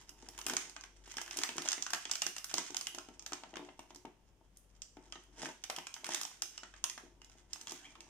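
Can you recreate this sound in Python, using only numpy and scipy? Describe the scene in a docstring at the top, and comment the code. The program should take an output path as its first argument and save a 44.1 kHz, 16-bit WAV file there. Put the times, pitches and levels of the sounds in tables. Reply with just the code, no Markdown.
"""Hands bend a stiff clear plastic blister sheet on its card and work toy pieces out of it.
Buckles snap thickly until about 3 s, thin out to a near lull at 4 to 4.8 s, snap again up to 7 s,
then lightly to 8 s, with a short squeak at 7.85 s. Each snap: noise crack, ringing pocket, push on the card.
Knocks and scuffs excite card modes; grains make fine crackle. A small furnished room answers by echoes
and noise tails. Sine hum and noise hiss run throughout; two microphone ports, gain control."""
import sys
import numpy as np
from scipy import signal
from scipy.io import wavfile
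from scipy.ndimage import uniform_filter1d

SR = 44100
rng = np.random.default_rng(int(sys.argv[2]) if len(sys.argv) > 2 else 0)


def generate_wav(sig):
    """Save sig (samples, or channels by samples) to the path in sys.argv[1] as 16-bit PCM at SR."""
    pcm = np.round(np.clip(np.atleast_2d(sig).T, -1, 1) * 32767).astype(np.int16)
    wavfile.write(sys.argv[1], SR, pcm)


def convert_level_to_amplitude(level_db):
    """Map a level in decibels to its linear amplitude factor."""
    exponent = np.asarray(level_db, float) / 20
    return 10 ** exponent


N = 356769  # samples

# Levels of sources are before trims, room, ports and gain control.
# loud buckles: t/s, crack level/dB, top octave level/dB, pocket level/dB, pocket f/Hz
SNAPS = [(0.0129, -51, -68, -59, 980), (0.0924, -42.5, -56, -56.5, 2900), (0.2239, -50, -78, -60, 780),
         (0.2634, -66, -79, -57, 1640), (0.2868, -39, -55, -50.5, 754), (0.378, -40, -53, -51, 1530),
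         (0.3884, -42, -51, -45, 945), (0.4139, -36.5, -55, -48, 2920), (0.4651, -24, -36.5, -36, 2730),
         (0.4838, -31, -43, -44, 1410), (0.4968, -26.5, -52, -33, 1520), (0.5352, -30.5, -47, -37, 696),
         (0.5666, -19.5, -41.5, -34, 2220), (0.6963, -41, -60, -61, 764), (0.7637, -37.5, -67, -43.5, 1530),
         (0.8097, -41.5, -65, -55.5, 1020), (0.8369, -42.5, -65, -46, 1600), (1.076, -57, -65, -52.5, 890),
         (1.1178, -39.5, -58, -68, 3340), (1.14, -46, -62, -50.5, 970), (1.1689, -32.5, -51, -40, 3190),
         (1.1822, -34, -66, -34, 1670), (1.2149, -32, -49, -43.5, 780), (1.262, -44, -65, -52, 2870),
         (1.2779, -46, -57, -43, 1630), (1.3095, -35, -53, -44, 2820), (1.3708, -29.5, -39, -43, 2700),
         (1.3872, -26.5, -63, -42, 710), (1.4156, -35, -61, -43, 1280), (1.4345, -20.5, -40, -29.5, 2140),
         (1.49, -29.5, -64, -37.5, 2680), (1.5669, -40, -51, -51, 910), (1.581, -27.5, -53, -32.5, 940),
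         (1.6197, -31, -49.5, -45, 2870), (1.6763, -32, -56, -38, 3250), (1.6866, -20.5, -47, -37.5, 1530),
         (1.708, -31, -53, -40, 3580), (1.7174, -23, -44.5, -36.5, 3540), (1.729, -23, -60, -34, 1630),
         (1.7795, -44, -69, -42, 2100), (1.8235, -23.5, -53, -41, 3400), (1.8647, -31, -60, -35.5, 1510),
         (1.9043, -35, -48, -45, 1620), (1.9334, -22.5, -43.5, -29, 1680), (1.9463, -27, -53, -38.5, 1370),
         (2.0533, -30.5, -72, -37.5, 3380), (2.096, -38, -68, -44, 1370), (2.1127, -21.5, -43, -36, 3500),
         (2.135, -38, -65, -42, 2970), (2.154, -25, -48, -41, 2200), (2.2191, -19.5, -42, -31.5, 2940),
         (2.265, -24.5, -42.5, -36.5, 1530), (2.364, -33, -52, -41.5, 2810), (2.382, -32, -47, -44.5, 2830),
         (2.443, -30, -43, -43.5, 1410), (2.5127, -37.5, -57, -46, 1500), (2.5399, -22, -41, -35.5, 820),
         (2.5814, -23, -45.5, -34.5, 910), (2.705, -38, -61, -51, 1500), (2.7452, -29.5, -55, -40.5, 900),
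         (2.7673, -24, -43, -43, 2920), (2.811, -27.5, -47, -43.5, 1150), (2.8692, -27, -45.5, -38.5, 2910),
         (2.9474, -34.5, -53.5, -48, 3040), (2.9846, -32.5, -63, -40.5, 1340),
         (3.0864, -53, -72, -51.5, 910), (3.194, -39.5, -69, -57.5, 764), (3.2237, -46, -67, -58.5, 870),
         (3.2624, -30.5, -52, -44, 3760), (3.3209, -38.5, -59.5, -40, 1290),
         (3.3319, -29.5, -55, -40, 1070), (3.4351, -45.5, -84, -45.5, 883), (3.5389, -54, -78, -45, 759),
         (3.5566, -44, -71, -43, 1490), (3.5683, -40.5, -63, -38.5, 860), (3.6881, -71, -84, -50.5, 880),
         (3.7923, -47.5, -61.5, -47, 880), (3.905, -52, -73, -52, 910), (3.947, -47, -62, -62, 1490),
         (3.959, -44, -60, -60, 850), (4.0528, -55.5, -73, -48.5, 940), (4.5711, -51.5, -59, -91, 825),
         (4.8189, -35, -66, -57.5, 3250), (4.9686, -57.5, -77, -53.5, 1040),
         (5.1231, -36.5, -68, -42.5, 3190), (5.1552, -54, -82, -48, 1250), (5.2362, -61, -72, -66, 1350),
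         (5.4568, -40.5, -57, -34.5, 1550), (5.4889, -45, -62, -47, 870), (5.6382, -32.5, -53, -44, 3010),
         (5.699, -27, -45, -34.5, 760), (5.7627, -31.5, -48.5, -41.5, 3120), (5.785, -35, -66, -38, 890),
         (5.8686, -33, -57, -42.5, 2430), (5.9406, -33, -52, -51, 3140), (5.9642, -56, -68, -45, 1490),
         (6.0437, -32, -50.5, -40.5, 2200), (6.0655, -34, -49, -41, 1530), (6.0901, -35, -53, -42, 930),
         (6.135, -29.5, -52, -49, 3020), (6.1456, -22, -41, -34.5, 3570), (6.2131, -27.5, -42.5, -42, 1200),
         (6.2321, -31, -49, -49, 1250), (6.2508, -31, -60, -44, 850), (6.3134, -50, -71, -56, 920),
         (6.4203, -23, -42, -42, 1280), (6.5775, -33.5, -62, -45.5, 2960),
         (6.633, -41.5, -81.5, -45.5, 1440), (6.7391, -56, -88, -49, 1660), (6.763, -52.5, -84, -62, 2240),
         (6.8402, -20.5, -38, -37, 1090), (6.8977, -29, -52, -45, 1930), (6.9773, -41.5, -62, -43, 1560),
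         (7.217, -49.5, -76, -53.5, 2890), (7.2454, -48, -67.5, -74, 3420), (7.297, -54, -75, -62, 940),
         (7.532, -30, -52, -53, 3640), (7.5587, -46, -60, -48, 990), (7.6123, -37.5, -56, -56, 2860),
         (7.671, -35, -58, -44, 3320), (7.6805, -40, -64, -53, 1190), (7.6946, -36, -60, -61, 3480),
         (7.7085, -36, -57, -54, 3470), (7.7198, -33, -51, -44.5, 970), (7.9534, -55, -73, -52, 1220),
         (8.0057, -41, -66, -50.5, 2690)]
# crack colour: f/Hz, level/dB
CRACK_COLOUR = [(1500, -22.5), (3000, -7.5), (4200, -0.5), (6500, 2), (8500, -2.5), (10000, -37.5),
                (16000, -51)]
# top octave of the crack: f/Hz, level/dB
TOP_COLOUR = [(5000, -33.5), (8000, -5), (9000, 1.5), (15000, -2), (17000, -12)]
# broad part of the pocket knock: f/Hz, level/dB
POCKET_COLOUR = [(300, -30), (700, 0.5), (1200, 3), (3000, -0.5), (4200, -5.5), (8000, -48)]
# modes of the card and the toys on it: f/Hz, relative level/dB, t60/s
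CARD_MODES = [(190, -36, .05), (301.6, -4.5, 0.072), (355.4, 1.5, 0.071), (410, -9.5, 0.12),
              (468.4, -10, 0.07), (651.7, -4.5, 0.041), (758, -2.5, 0.033), (885, -1, 0.034),
              (889, -4.5, 0.0087)]
# toys and fingers knock the card: t/s, low modes level/dB, upper modes level/dB
KNOCKS = [(0.229, -48, -56), (0.283, -52.5, -56), (0.387, -68, -50), (0.465, -41.5, -43.5),
          (0.505, -37.5, -47), (0.533, -35.5, -47), (1.076, -55, -68), (1.168, -49, -50),
          (1.364, -49, -48.5), (1.386, -40, -46), (1.491, -42, -49), (1.557, -44, -60), (1.581, -38, -44),
          (1.656, -54, -39.5), (1.778, -46, -46), (1.932, -50, -43.5), (2.056, -50, -54),
          (2.22, -48.5, -65), (2.263, -41.5, -50), (2.538, -42, -45), (2.585, -38, -37.5),
          (2.703, -44, -51), (2.946, -48.5, -49), (2.98, -51, -44.5), (3.086, -45.5, -45.5),
          (3.321, -41, -44), (3.435, -56, -45), (3.533, -46, -51), (3.568, -43, -45), (3.594, -41, -48),
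          (3.686, -57, -46), (3.792, -52, -48), (3.906, -55, -51), (3.958, -51, -63), (4.05, -42, -42),
          (4.412, -65, -60.5), (4.97, -47.5, -47), (5.157, -50, -53), (5.432, -42, -37.5),
          (5.487, -51, -41.5), (5.698, -68, -41.5), (5.781, -45.5, -42.5), (6.035, -62, -52),
          (6.09, -42, -36), (6.141, -50, -47), (6.419, -54.5, -59), (6.631, -58, -49.5), (6.977, -67, -49),
          (7.036, -48.5, -66), (7.065, -64, -58), (7.721, -44, -50)]
# slow activity of the hands: t/s, fine crackle level/dB, card scuffing level/dB
HANDLING = [(0.0, -64, -68.5), (0.63, -46.5, -59), (0.88, -72, -71), (1.13, -57, -71), (1.3, -49, -62.5),
            (1.6, -53, -64), (2.37, -58, -86), (2.77, -53, -63), (3.09, -69, -65.5), (3.49, -59, -64),
            (4.28, -82.5, -76.5), (4.57, -78.5, -86.5), (5.86, -61, -76.5), (6.13, -76, -58.5),
            (6.26, -60, -72), (7.44, -69, -70.5), (7.73, -49, -65.5), (8.09, -64.5, -62.5)]
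# longer swells of crumpling: peak t/s, fine crackle level/dB, card scuffing level/dB, rise/s, fall/s
CRUMPLES = [(.39, -50, -67, 0.027, 0.025), (.53, -50.5, -51, 0.056, 0.033), (1.4, -53, -59, 0.038, .08),
            (1.6, -58, -65, .03, 0.098), (2.58, -39, -56, 0.016, 0.084), (3.598, -61, -54.5, 0.035, 0.06),
            (5.051, -61.5, -62.5, 0.055, 0.064), (5.2, -64, -72, 0.034, 0.1),
            (5.449, -38.5, -47, 0.071, 0.05), (6.14, -40, -58, 0.083, .08), (7.7, -66, -59, 0.035, 0.02),
            (7.88, -57, -76, 0.028, 0.11)]
# fine crackle colour: f/Hz, level/dB
CRACKLE_COLOUR = [(300, -41.5), (700, -14), (1500, -1), (3000, -5), (6000, -4.5), (9000, -4.5),
                  (15000, -23)]
# toy edge squeaks along the plastic: peak t/s, level/dB, rise/(dB/s), fall/(dB/s)
SQUEAKS = [(7.853, -57., 500., 650.)]
# two squeak tones: f/Hz before the glide, f/Hz after it
SQUEAK_TONES = [(1550., 2400), (2850., 3300.)]
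# near walls: t/s, level/dB
ECHOES = [(0.0128, -19), (0.0232, -21)]
# room decay: f/Hz, t60/s
ROOM_T60 = [(200, 0.19), (600, 0.29), (1500, 0.31), (4000, 0.45), (9000, 0.39), (15000, 0.3)]
# room tail colour: f/Hz, relative level/dB
ROOM_COLOUR = [(200, 10.5), (700, 0), (2000, 2), (5000, -5), (9000, -1.5), (15000, 6)]
# diffuse sound: f/Hz, left-right likeness (0 to 1)
LIKENESS = [(60, 0.52), (300, 1), (700, 0.43), (1300, 0.34), (2500, 0.12), (15000, 0.01)]
# hum level: t/s, level/dB
HUM_LEVEL = [(0, -67), (.4, -57.5), (1.1, -61), (2., -63), (3.2, -63.5), (4.4, -70), (5.2, -62), (6.2, -71),
             (6.75, -60), (7.3, -66), (8.09, -68)]
# hiss colour: f/Hz, relative density/(dB per Hz)
HISS_COLOUR = [(25, -4), (60, -5), (100, -7), (300, -17), (600, -23), (1500, -31.5), (3000, -35),
               (6000, -41), (10000, -35), (16000, -31)]
# microphone port colour: f/Hz, left level/dB, right level/dB
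PORTS = [(30, 0, -4.5), (760, 5.5, 2.5), (1500, 3.5, 4), (2200, 3, 4), (3180, 7, 8.5), (4080, -0.5, 3.5),
         (4530, 3.5, 4.5), (5210, 3, 11), (6660, 2.5, 11), (8700, 4, -4.5), (9600, -0.5, -4.5),
         (11600, -8, -6), (13900, -12, -13), (14600, -4, -1), (15400, -19, -43.5)]


def snaps(crack_db=-2.0, top_db=16.5, pocket_db=2.56, card_db=-17.5, broad=1.3):
    """Each buckle: a two-band crack, a briefly ringing pocket and a light push on the card."""
    s, crack, top, pocket, hz = np.transpose(SNAPS)[:, :, None]
    count, t = len(SNAPS), np.arange(1024) / SR
    t60_s = 0.0079 + 0.005 * rng.random((count, 1))
    sign = np.sign(rng.random(count) - 0.5)

    sound = convert_level_to_amplitude(crack + crack_db) * cracks(count, CRACK_COLOUR, t60_s)
    sound += convert_level_to_amplitude(top + top_db) * cracks(count, TOP_COLOUR, 0.6 * t60_s)
    ring = peaked(np.sin(2 * np.pi * hz * t) * convert_level_to_amplitude(-60 * t / 0.011) * np.minimum(t / 0.001, 1))
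    knock = ring + broad * cracks(count, POCKET_COLOUR, 3.3 * t60_s)
    sound += convert_level_to_amplitude(pocket + pocket_db) * peaked(knock)

    out, push = np.zeros((2, N + 2048)), np.zeros(N + 2048)
    at = np.round(s * SR).astype(int)
    for side in (0, 1):
        np.add.at(out[side], at + np.arange(1024), sound[side])
    np.add.at(push, at[:, 0], convert_level_to_amplitude(pocket + card_db)[:, 0] * sign)
    return out[:, :N] + signal.oaconvolve(push, card_ring())[:N]


def cracks(count, colour, t60_s, shiver_db=-11.0, shiver_t60_s=0.042, same=0.49):
    """Bursts of quick slips, then the sheet shivers out; each port sees its own side of the sheet."""
    t = np.arange(1024) / SR
    fall = convert_level_to_amplitude(-60 * t / t60_s) + convert_level_to_amplitude(shiver_db - 60 * t / shiver_t60_s)
    fall = fall * np.minimum(t / 0.00044, 1)
    both, left, right = np.moveaxis(rng.standard_normal((count, 3, 1024)), 1, 0)
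    slips = (np.sqrt(same) * both + np.sqrt(1 - same) * np.array([left, right])) * fall
    return peaked(signal.fftconvolve(slips, causal(colour)[None, None], axes=2)[:, :, :1024])


def card_ring(modes=CARD_MODES):
    """The card and the toys on it as dying modes; a free card radiates no deep bass."""
    t = np.arange(6000) / SR
    ring = sum(convert_level_to_amplitude(db - 60 * t / t60_s) * np.sin(2 * np.pi * hz * t) for hz, db, t60_s in modes)
    return peaked(signal.sosfilt(signal.butter(2, 200, "high", fs=SR, output="sos"), ring))


def knocks(low_db=-2.0, upper_db=1.0, touch_s=0.00082):
    """Each knock is a soft push on the card, with separate levels for low and upper modes."""
    s, low, upper = np.transpose(KNOCKS)
    at = np.round(s * SR).astype(int)
    sign = rng.choice([-1.0, 1.0], len(s))
    touch = np.hanning(int(touch_s * SR) + 3)
    out = np.zeros(N)
    for db, modes in ((low + low_db, CARD_MODES[:5]), (upper + upper_db, CARD_MODES[5:])):
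        push = np.zeros(N)
        np.add.at(push, at, convert_level_to_amplitude(db) * sign)
        out += signal.oaconvolve(push, peaked(np.convolve(card_ring(modes), touch)))[:N]
    return out


def crackle(level_db=-10.0, per_s=500.0, spread_db=2.5):
    """Countless tiny buckles, in 16 shapes, while the fingers press and pull."""
    shapes = np.moveaxis(cracks(16, CRACKLE_COLOUR, 0.0037), 1, 0)
    clicks = grains(per_s, spread_db) * clumps(window_s=0.025, depth_db=6.5)
    pick = rng.integers(0, 16, N)
    fine = np.zeros((2, N))
    for k, shape in enumerate(shapes):
        fine += signal.oaconvolve((clicks * (pick == k))[None], shape, axes=1)[:, :N]
    return handling(order=1) * convert_level_to_amplitude(level_db) * evened(fine)


def scuffing(level_db=-8.0):
    """Toys and hands drag over the card: grains keep its modes rumbling."""
    rumble = signal.oaconvolve(grains(per_s=420.0, spread_db=3.4), card_ring())[:N]
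    return handling(order=2) * convert_level_to_amplitude(level_db) * evened(rumble)


def handling(order):
    """Gain of the hands' activity: slow curve plus the crumple swells; order is the table column."""
    gain = convert_level_to_amplitude(curve(HANDLING, order))
    for row in CRUMPLES:
        t = np.arange(N) / SR - row[0]
        gain = gain + convert_level_to_amplitude(row[order]) * np.exp(-(t / np.where(t < 0, row[3], row[4])) ** 2)
    return gain


def grains(per_s, spread_db):
    """Sparse clicks of random sign, a few of them large."""
    size = convert_level_to_amplitude(spread_db * np.minimum(rng.exponential(1, N), 4)) * rng.choice([-1.0, 1.0], N)
    return size * (rng.random(N) < per_s / SR)


def clumps(window_s, depth_db):
    """Random clumping gain: twice-smoothed noise, in dB."""
    size = int(window_s * SR)
    slow = uniform_filter1d(uniform_filter1d(rng.standard_normal(N), size), size)
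    return convert_level_to_amplitude(depth_db * evened(slow))


def squeak(upper_db=-4.0, glide_s=0.006, wobble_depth=0.03):
    """Stick-slip drives two unsteady tones that glide up just before the level peaks."""
    s, db, rise, fall = SQUEAKS[0]
    t = np.arange(N) / SR - s
    grip = 1 + 0.7 * evened(uniform_filter1d(rng.standard_normal((2, N)), 130))
    wobble = 1 + wobble_depth * evened(uniform_filter1d(rng.standard_normal(N), 90))
    glide = 0.5 + 0.5 * np.tanh((t + glide_s) / glide_s)
    low, high = (np.sin(2 * np.pi * np.cumsum((a + (b - a) * glide) * wobble) / SR)
                 for a, b in SQUEAK_TONES)
    envelope = convert_level_to_amplitude(db - np.where(t < 0, -rise * t, fall * t))
    return envelope * (grip[0] * low + convert_level_to_amplitude(upper_db) * grip[1] * high)


def room(x, tail_db=0.0, right_lag_samples=3, turn_hz=3.1):
    """Direct sound (left port first), side-swapped wall echoes, tails dying band by band.
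    As the hands move about, the sound passes in turn through three different tails."""
    out = np.array([x[0], np.roll(x[1], right_lag_samples)])
    for s, db in ECHOES:
        out += convert_level_to_amplitude(db) * np.roll(x[::-1], round(s * SR), 1)

    def decay(hz, s):
        return convert_level_to_amplitude(read(ROOM_COLOUR, hz) - 60 * s / read(ROOM_T60, hz))

    turn = 2 * np.pi * turn_hz * np.arange(N) / SR
    for k in range(3):
        tail = diffuse(decay, frames=480, size=256)
        onset = np.minimum(np.arange(tail.shape[1]) / SR / 0.0098, 1)
        tail *= convert_level_to_amplitude(tail_db) * onset / np.linalg.norm(tail[0])
        share = np.sqrt(2 / 3) * np.cos(turn + 2 * np.pi * k / 3)
        out += signal.oaconvolve((share * x[k % 2])[None], tail, axes=1)[:, :N]
    return out


def hum(line_hz=48.0, octave_db=-19.5):
    """A distant motor: a low line of fixed pitch and its octave, level drifting."""
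    turn = 2 * np.pi * line_hz * np.arange(N) / SR
    lines = np.sin(turn) + convert_level_to_amplitude(octave_db) * np.sin(2 * turn)
    return convert_level_to_amplitude(curve(HUM_LEVEL, 1)) * np.sqrt(2) * lines


def hiss(rms_db=-70):
    """Steady room air and microphone noise."""
    noise = diffuse(lambda hz, s: convert_level_to_amplitude(read(HISS_COLOUR, hz)), frames=N // 512 + 5, size=2048)
    return convert_level_to_amplitude(rms_db) * evened(noise[:, :N])


def diffuse(gain, frames, size):
    """Two-channel random short-time spectra, alike in the bass; gain(hz, s) shapes them."""
    hz, s = np.fft.rfftfreq(size, 1 / SR)[:, None], np.arange(frames) * size / 4 / SR
    a, b, c, d = rng.standard_normal((frames, size // 2 + 1, 4)).T
    same = np.clip(read(LIKENESS, hz), -1, 1)
    left = a + 1j * b
    right = same * left + np.sqrt(1 - same ** 2) * (c + 1j * d)
    z = np.array([left, right]) * gain(hz, s)
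    return signal.istft(z, nperseg=size, noverlap=3 * size // 4)[1]


def evened(x):
    """Scales to unit rms."""
    return x / np.sqrt(np.mean(x ** 2) + 1e-20)


def peaked(x):
    """Scales each row to unit peak."""
    return x / (abs(x).max(-1, keepdims=True) + 1e-20)


def read(points, hz):
    """Interpolates a table over log frequency."""
    f, value = np.transpose(points)
    return np.interp(np.log(hz + 1), np.log(f + 1), value)


def curve(rows, order):
    """Interpolates one table column over time."""
    rows = np.array(rows)
    return np.interp(np.arange(N) / SR, rows[:, 0], rows[:, order])


def causal(points, size=2048):
    """Minimum-phase filter of a given colour: phase from the Hilbert transform of the log gain."""
    log_gain = np.log(convert_level_to_amplitude(read(points, abs(np.fft.fftfreq(size, 1 / SR)))))
    return np.fft.ifft(np.exp(np.conj(signal.hilbert(log_gain)))).real[:size // 2]


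def ducked(x, from_db=-63, back_db_per_s=106.5, smooth_s=0.044, split_hz=115):
    """Two-band gain control: loud moments turn the bass down much, the rest a little."""
    bass_slope, rest_slope = 0.48, 0.054  # dB of gain lost per dB over the threshold
    size = int(smooth_s * SR)
    window = np.ones(size) / size
    power_db = 10 * np.log10(signal.oaconvolve((x ** 2).mean(0), window)[:N].clip(1e-12))
    back = np.arange(N) * back_db_per_s / SR
    held_db = np.maximum.accumulate(power_db + back) - back  # instant rise, linear dB release
    over_db = signal.oaconvolve(np.maximum(held_db - from_db, 0), window)[:N]
    bass = signal.sosfiltfilt(signal.butter(2, split_hz, fs=SR, output="sos"), x)
    return bass * convert_level_to_amplitude(-bass_slope * over_db) + (x - bass) * convert_level_to_amplitude(-rest_slope * over_db)


def scene():
    """Sheet, card and squeak in the room, over hiss and hum."""
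    return room(snaps() + knocks() + crackle() + scuffing() + squeak()) + hiss() + hum()


def roll_off(x):
    """The treble ends steeply here."""
    return signal.sosfilt(signal.butter(12, 16640, fs=SR, output="sos"), x)


def record(dry, edge_hz=16500):
    """Colour of each port, gain control, band limit."""
    hz, *sides_db = np.transpose(PORTS)
    ports = np.array([causal(np.transpose([hz, db])) for db in sides_db])
    heard = ducked(signal.oaconvolve(dry, ports, axes=1)[:, :N])
    low_pass = signal.firwin(255, edge_hz, window=("kaiser", 9), fs=SR)
    mix = signal.oaconvolve(heard, low_pass[None], "same")
    return roll_off(mix)


dry = scene()
out = record(dry)
generate_wav(out)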